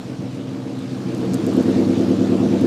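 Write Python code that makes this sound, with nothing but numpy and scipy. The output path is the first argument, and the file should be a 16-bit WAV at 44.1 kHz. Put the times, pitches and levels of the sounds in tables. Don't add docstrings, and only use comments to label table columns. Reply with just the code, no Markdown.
import sys
import numpy as np
from scipy import signal
from scipy.io import wavfile
from scipy.ndimage import uniform_filter1d

SR = 44100
rng = np.random.default_rng(int(sys.argv[2]) if len(sys.argv) > 2 else 0)


def to_wav(sig):
    pcm = np.clip(np.atleast_2d(sig), -1, 1) * 32767
    pcm = np.round(pcm).astype(np.int16)
    wavfile.write(sys.argv[1], SR, pcm.T)


def voltage_ratio(decibels):
    exponent = np.asarray(decibels, float) / 20
    return 10 ** exponent


N = 117306

# t/s, four-stroke cycle rate/Hz
ENGINE_SPEED = [(0, 7.4), (.2, 7.05), (.4, 6.84), (.62, 6.77), (.8, 6.83), (.95, 7.1), (1.1, 7.62),
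                (1.22, 7.8), (1.32, 8.15), (1.4, 8.5), (1.5, 8.92), (1.65, 9.33), (1.77, 9.47), (1.9, 9.51),
                (2.1, 9.42), (2.38, 9.27), (2.66, 9.38)]
# t/s, exhaust level/dB, engine-bay level/dB, share out of the garage/0-1
APPROACH = [(0, -30, -45.5, 0.37), (.2, -28.5, -46.5, 0), (.45, -29.5, -46.5, 0.28), (.7, -27, -46, 0.43),
            (.9, -29, -44.5, 0.11), (1.05, -25.5, -43.5, 0.35), (1.2, -21, -42, 0.65),
            (1.35, -22, -41.5, 0.49), (1.5, -16.5, -40, 0.9), (1.7, -15.5, -39.5, 0.75),
            (1.95, -17, -39.5, 0.75), (2.2, -16.5, -40, 0.85), (2.45, -17, -40.5, 0.83),
            (2.66, -15, -40, 0.87)]
FIRING_PIPE = [0, 1, 0, 1, 1, 0, 1, 0]
# level/dB, delay/ms, brightness/per octave
CYLINDERS = [(1.5, 0.083, -0.53), (-.5, 0.088, .5), (1.5, 0.13, 0.056), (0, 1.51, 0.65),
             (-6, 0.074, -0.064), (-2.5, 0.17, -.1), (-3, 0.13, 0.074), (-6.5, 0.081, 0.21)]
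# f/Hz, width/Hz, near-pipe level/dB, far-pipe level/dB, change inside the garage/dB
PIPE_MODES = [(104.8, 5.5, -10, -19, -12), (123.7, 23.8, -11.5, -12, 17), (170, 19, -20.5, -24, 7),
              (196.1, 13.7, 1, -7.5, -0.5), (223.6, 7.1, -4.5, -9, -7), (261, 20.8, 0, -5.5, 1),
              (309.3, 11.5, -13.5, -2.5, 1), (344, 27.3, -6.5, -3, -4), (369, 14, -10, -8.5, -6.5),
              (453.5, 18, -11, -10.5, 3.5), (576, 14, -20.5, -21.5, 6.5), (660.7, 62, -19, -21.5, -6.5),
              (266, 110, -12, -20, -21), (483, 56, -22.5, -17, -10)]
# f/Hz, density/dB per Hz
RUMBLE_SPECTRUM = [(12, -67), (20, -37), (48, -54), (107, -12.5), (260, -3.5), (401, -9), (455, -8.5),
                   (857, -22), (1500, -34.5), (1950, -41), (3300, -120)]
DRONE_ORDERS = [39, 24, 18, 21, 40]
# f/Hz, width/Hz, level against the exhaust/dB
STANDING_WAVES = [(263.7, 19, -2), (191, 14, 2.5), (126.4, 14, -8.5), (197, 11.7, -8.5), (331, 20, -2)]
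# f/Hz, density/dB per Hz
BAY_SPECTRUM = [(410, -17), (700, -5), (990, -10.5), (1150, -9), (2030, -16), (2400, -14.5), (4170, -16.5),
                (7060, -23.5), (15100, -42.5)]
# t/s, peak level/dB, f/Hz
GRIT_CRACKS = [(.7907, -37.5, 7500), (.9924, -43, 8000), (1.148, -31.5, 7000), (1.1785, -40, 10000),
               (1.2062, -44, 11000), (1.2544, -45, 9000), (1.3353, -23, 6300), (1.3424, -19, 7380),
               (1.4659, -28, 8200), (1.5364, -37, 9000), (1.5664, -34.5, 10500), (1.61, -36.5, 10000),
               (1.6272, -35, 10400), (1.634, -40, 10000), (1.9826, -41, 10000), (2.1264, -55.5, 9200),
               (2.6107, -32, 11500)]
# f/Hz, density/dB per Hz
STREET_SPECTRUM = [(12, -32), (25, -8), (50, -4), (90, 2), (130, -18), (200, -60)]

FIRST_CYL_S = 2.073
IDLE_HZ, PULL_HZ, UNEVEN_IDLE = 6.8, 9.3, .45
SCATTER_DB, SCATTER_MS = .8, .1
STUMBLE_DB, STUMBLE_MS = .35, .3
FAR_PIPE_MS, SKIRT_HZ, SWEEP_MS_PER_KHZ = 2.55, 52.6, 18.15
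TONE_HZ = 270
GARAGE_T60_S, GARAGE_DB = 0.28, 5.5
DEAD_HZ, DEAD_WIDTH_HZ, DEAD_SHARE = 149, 22, .7
RUMBLE_DB, BOOM_DB = -12, 4
DRONE_LUMP, DRONE_LUMP_TURN = .3, .85
PUFF, PUFF_SHARE, LOPE_SHARE, PATCH_DB = 0.42, 0.14, 0.026, 1.5
CRACK_S, CRACK_TAIL_S, CRACK_TAIL_DB = 0.00059, 0.0078, -19.5
CRACK_WIDTH, SNAP_DB = .58, -1
FINE_GRIT_PER_S, FINE_GRIT_DB = 30, -48
STREET_DB = -59
EDGE_HZ = 15350


def evened(x):
    return x / np.sqrt(np.mean(x ** 2) + 1e-20)


def along(table, column):
    rows = np.array(table)
    return np.interp(np.arange(N) / SR, rows[:, 0], rows[:, column])


def resonate(x, hz, width):
    pole = np.exp((2j * np.pi * hz - np.pi * width) / SR)
    return 2 * signal.lfilter([1 - abs(pole)], [1, -pole], x).real


def noise(spectrum, patch_db):
    hz = np.fft.rfftfreq(1024, 1 / SR)
    real, imag, patch = rng.standard_normal((N // 256 + 5, 513, 3)).T
    patch = uniform_filter1d(patch, size=14, axis=0)
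    patch = evened(uniform_filter1d(patch, size=8, axis=1))
    f, db = np.transpose(spectrum)
    shape = np.interp(np.log(hz + 1), np.log(f + 1), db)[:, None]
    bins = (real + 1j * imag) * voltage_ratio(shape + patch_db * patch)
    return evened(signal.istft(bins, nperseg=1024, noverlap=768)[1][:N])


def firing_count():
    firings = 8 * np.cumsum(along(ENGINE_SPEED, column=1)) / SR
    return firings - firings[round(FIRST_CYL_S * SR)] + 800


def exhaust():
    inside = 1 - np.clip(along(APPROACH, column=3), 0, 1)
    kicks = firing_kicks()
    warm = round(2 * SR / ENGINE_SPEED[0][1])
    kicks = np.c_[kicks[:, :warm], kicks]
    inside_warm = np.r_[inside[:warm], inside]
    kicks = kicks + voltage_ratio(GARAGE_DB) * inside_warm * garage_echoes(kicks)
    out = ringing_pipes(kicks, inside_warm)[warm:]
    out = out - DEAD_SHARE * resonate(out, DEAD_HZ, DEAD_WIDTH_HZ)
    power = uniform_filter1d(uniform_filter1d(out ** 2, size=9000), size=9000)
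    out = out / np.sqrt(power)
    rumble = voltage_ratio(RUMBLE_DB + BOOM_DB * inside) * noise(RUMBLE_SPECTRUM, patch_db=2.6)
    return voltage_ratio(along(APPROACH, column=1)) * (out + drones() + rumble)


def firing_kicks():
    count, speed = firing_count(), along(ENGINE_SPEED, column=1)
    k = np.arange(np.ceil(count[0]), count[-1]).astype(int)
    db, late_ms, tone = np.array(CYLINDERS)[k % len(CYLINDERS)].T
    pipe = np.array(FIRING_PIPE)[k % len(CYLINDERS)]
    luck = rng.standard_normal((400, 2))[:len(k)]
    at = np.interp(k, count, np.arange(N))
    now = at.astype(int)
    climb = np.maximum(np.gradient(speed) * SR, 0)[now]
    pull = np.interp(speed[now], [IDLE_HZ, PULL_HZ], [UNEVEN_IDLE, 1])
    scatter_ms = (SCATTER_MS + STUMBLE_MS * climb) * luck[:, 0]
    scatter_db = (SCATTER_DB + STUMBLE_DB * climb) * luck[:, 1]
    at = at + (late_ms + FAR_PIPE_MS * pipe + scatter_ms) * SR / 1000
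    at = np.clip(at.astype(int), 0, N - 1)
    kicks = np.zeros((4, N))
    kicks[pipe, at] = voltage_ratio(2 * db * pull + scatter_db)
    kicks[pipe + 2, at] = tone * kicks[pipe, at]
    return kicks


def garage_echoes(kicks):
    t = np.arange(SR // 2) / SR
    sign = rng.choice([-1., 1.], (2, len(t)))
    struck = rng.random((2, len(t))) < 400 / SR
    walls = sign * struck * voltage_ratio(-60 * t / GARAGE_T60_S)
    walls = np.r_[walls, walls] / np.linalg.norm(walls[0])
    return signal.fftconvolve(kicks, walls, axes=1)[:, :kicks.shape[1]]


def ringing_pipes(kicks, inside):
    out = 0
    for i, (hz, width, near_db, far_db, inside_db) in enumerate(PIPE_MODES):
        near, far = kicks[:2] + np.log2(hz / TONE_HZ) * kicks[2:]
        drive = voltage_ratio(near_db) * near + (-1) ** i * voltage_ratio(far_db) * far
        ring = resonate(resonate(drive, hz, width), hz, width + SKIRT_HZ)
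        late = round(SWEEP_MS_PER_KHZ * hz * SR / 1000 ** 2)
        out = out + voltage_ratio(inside_db * inside) * np.roll(ring, late)
    out = signal.sosfilt(signal.butter(6, 92, "high", fs=SR, output="sos"), out)
    return signal.sosfilt(signal.butter(2, 800, fs=SR, output="sos"), out)


def drones():
    cycles = firing_count() / len(CYLINDERS)
    lump = 1 + DRONE_LUMP * np.cos(2 * np.pi * (cycles - DRONE_LUMP_TURN))
    out = np.zeros(N)
    for order, (hz, width, db) in zip(DRONE_ORDERS, STANDING_WAVES):
        tone = np.cos(2 * np.pi * order * cycles)
        out += voltage_ratio(db) * resonate(resonate(tone, hz, width), hz, width)
    return lump * out


def engine_bay():
    count = firing_count()
    puff = PUFF_SHARE * np.exp(-(count % 1) / PUFF) / PUFF
    lope = LOPE_SHARE * np.cos(2 * np.pi * (count - 2.5) / len(CYLINDERS))
    level = voltage_ratio(along(APPROACH, column=2) + 2.28)
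    return level * noise(BAY_SPECTRUM, PATCH_DB) * evened(1 + puff + lope)


def grit():
    out, t = np.zeros(N + 2000), np.arange(2000) / SR
    decay = np.exp(-t / CRACK_S) + voltage_ratio(CRACK_TAIL_DB) * np.exp(-t / CRACK_TAIL_S)
    shape = np.minimum(t / 0.0004, 1) * decay
    for s, db, hz in GRIT_CRACKS:
        fizz = rng.standard_normal(len(t))
        width = CRACK_WIDTH * hz
        ring = resonate(resonate(fizz, hz, width), hz, width)
        snap = np.cos(2 * np.pi * hz * t) * np.exp(-((t - .0009) * hz / 0.48) ** 2)
        out[round(s * SR):][:len(t)] += voltage_ratio(db) * (shape * evened(ring) + voltage_ratio(SNAP_DB) * snap)
    struck = rng.random(N) < FINE_GRIT_PER_S / SR
    fine = struck * voltage_ratio(2.0 * np.minimum(rng.exponential(1, N), 4))
    tick = shape * evened(resonate(rng.standard_normal(len(t)), 9000, 6000))
    rolling = voltage_ratio(along(APPROACH, column=2) - APPROACH[-1][2])
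    return out[:N] + voltage_ratio(FINE_GRIT_DB) * rolling * signal.oaconvolve(fine, tick)[:N]


def street():
    return voltage_ratio(STREET_DB) * noise(STREET_SPECTRUM, patch_db=0.0)


def scene():
    return (exhaust() + engine_bay() + grit() + street())[None]


def top_cut(x):
    return signal.sosfilt(signal.butter(12, 15210, fs=SR, output="sos"), x)


def record(dry):
    edge = signal.firwin(511, EDGE_HZ, window=("kaiser", 9), fs=SR)
    limited = signal.oaconvolve(dry, edge[None], "same")
    return top_cut(limited)


dry = scene()
out = record(dry)
to_wav(out)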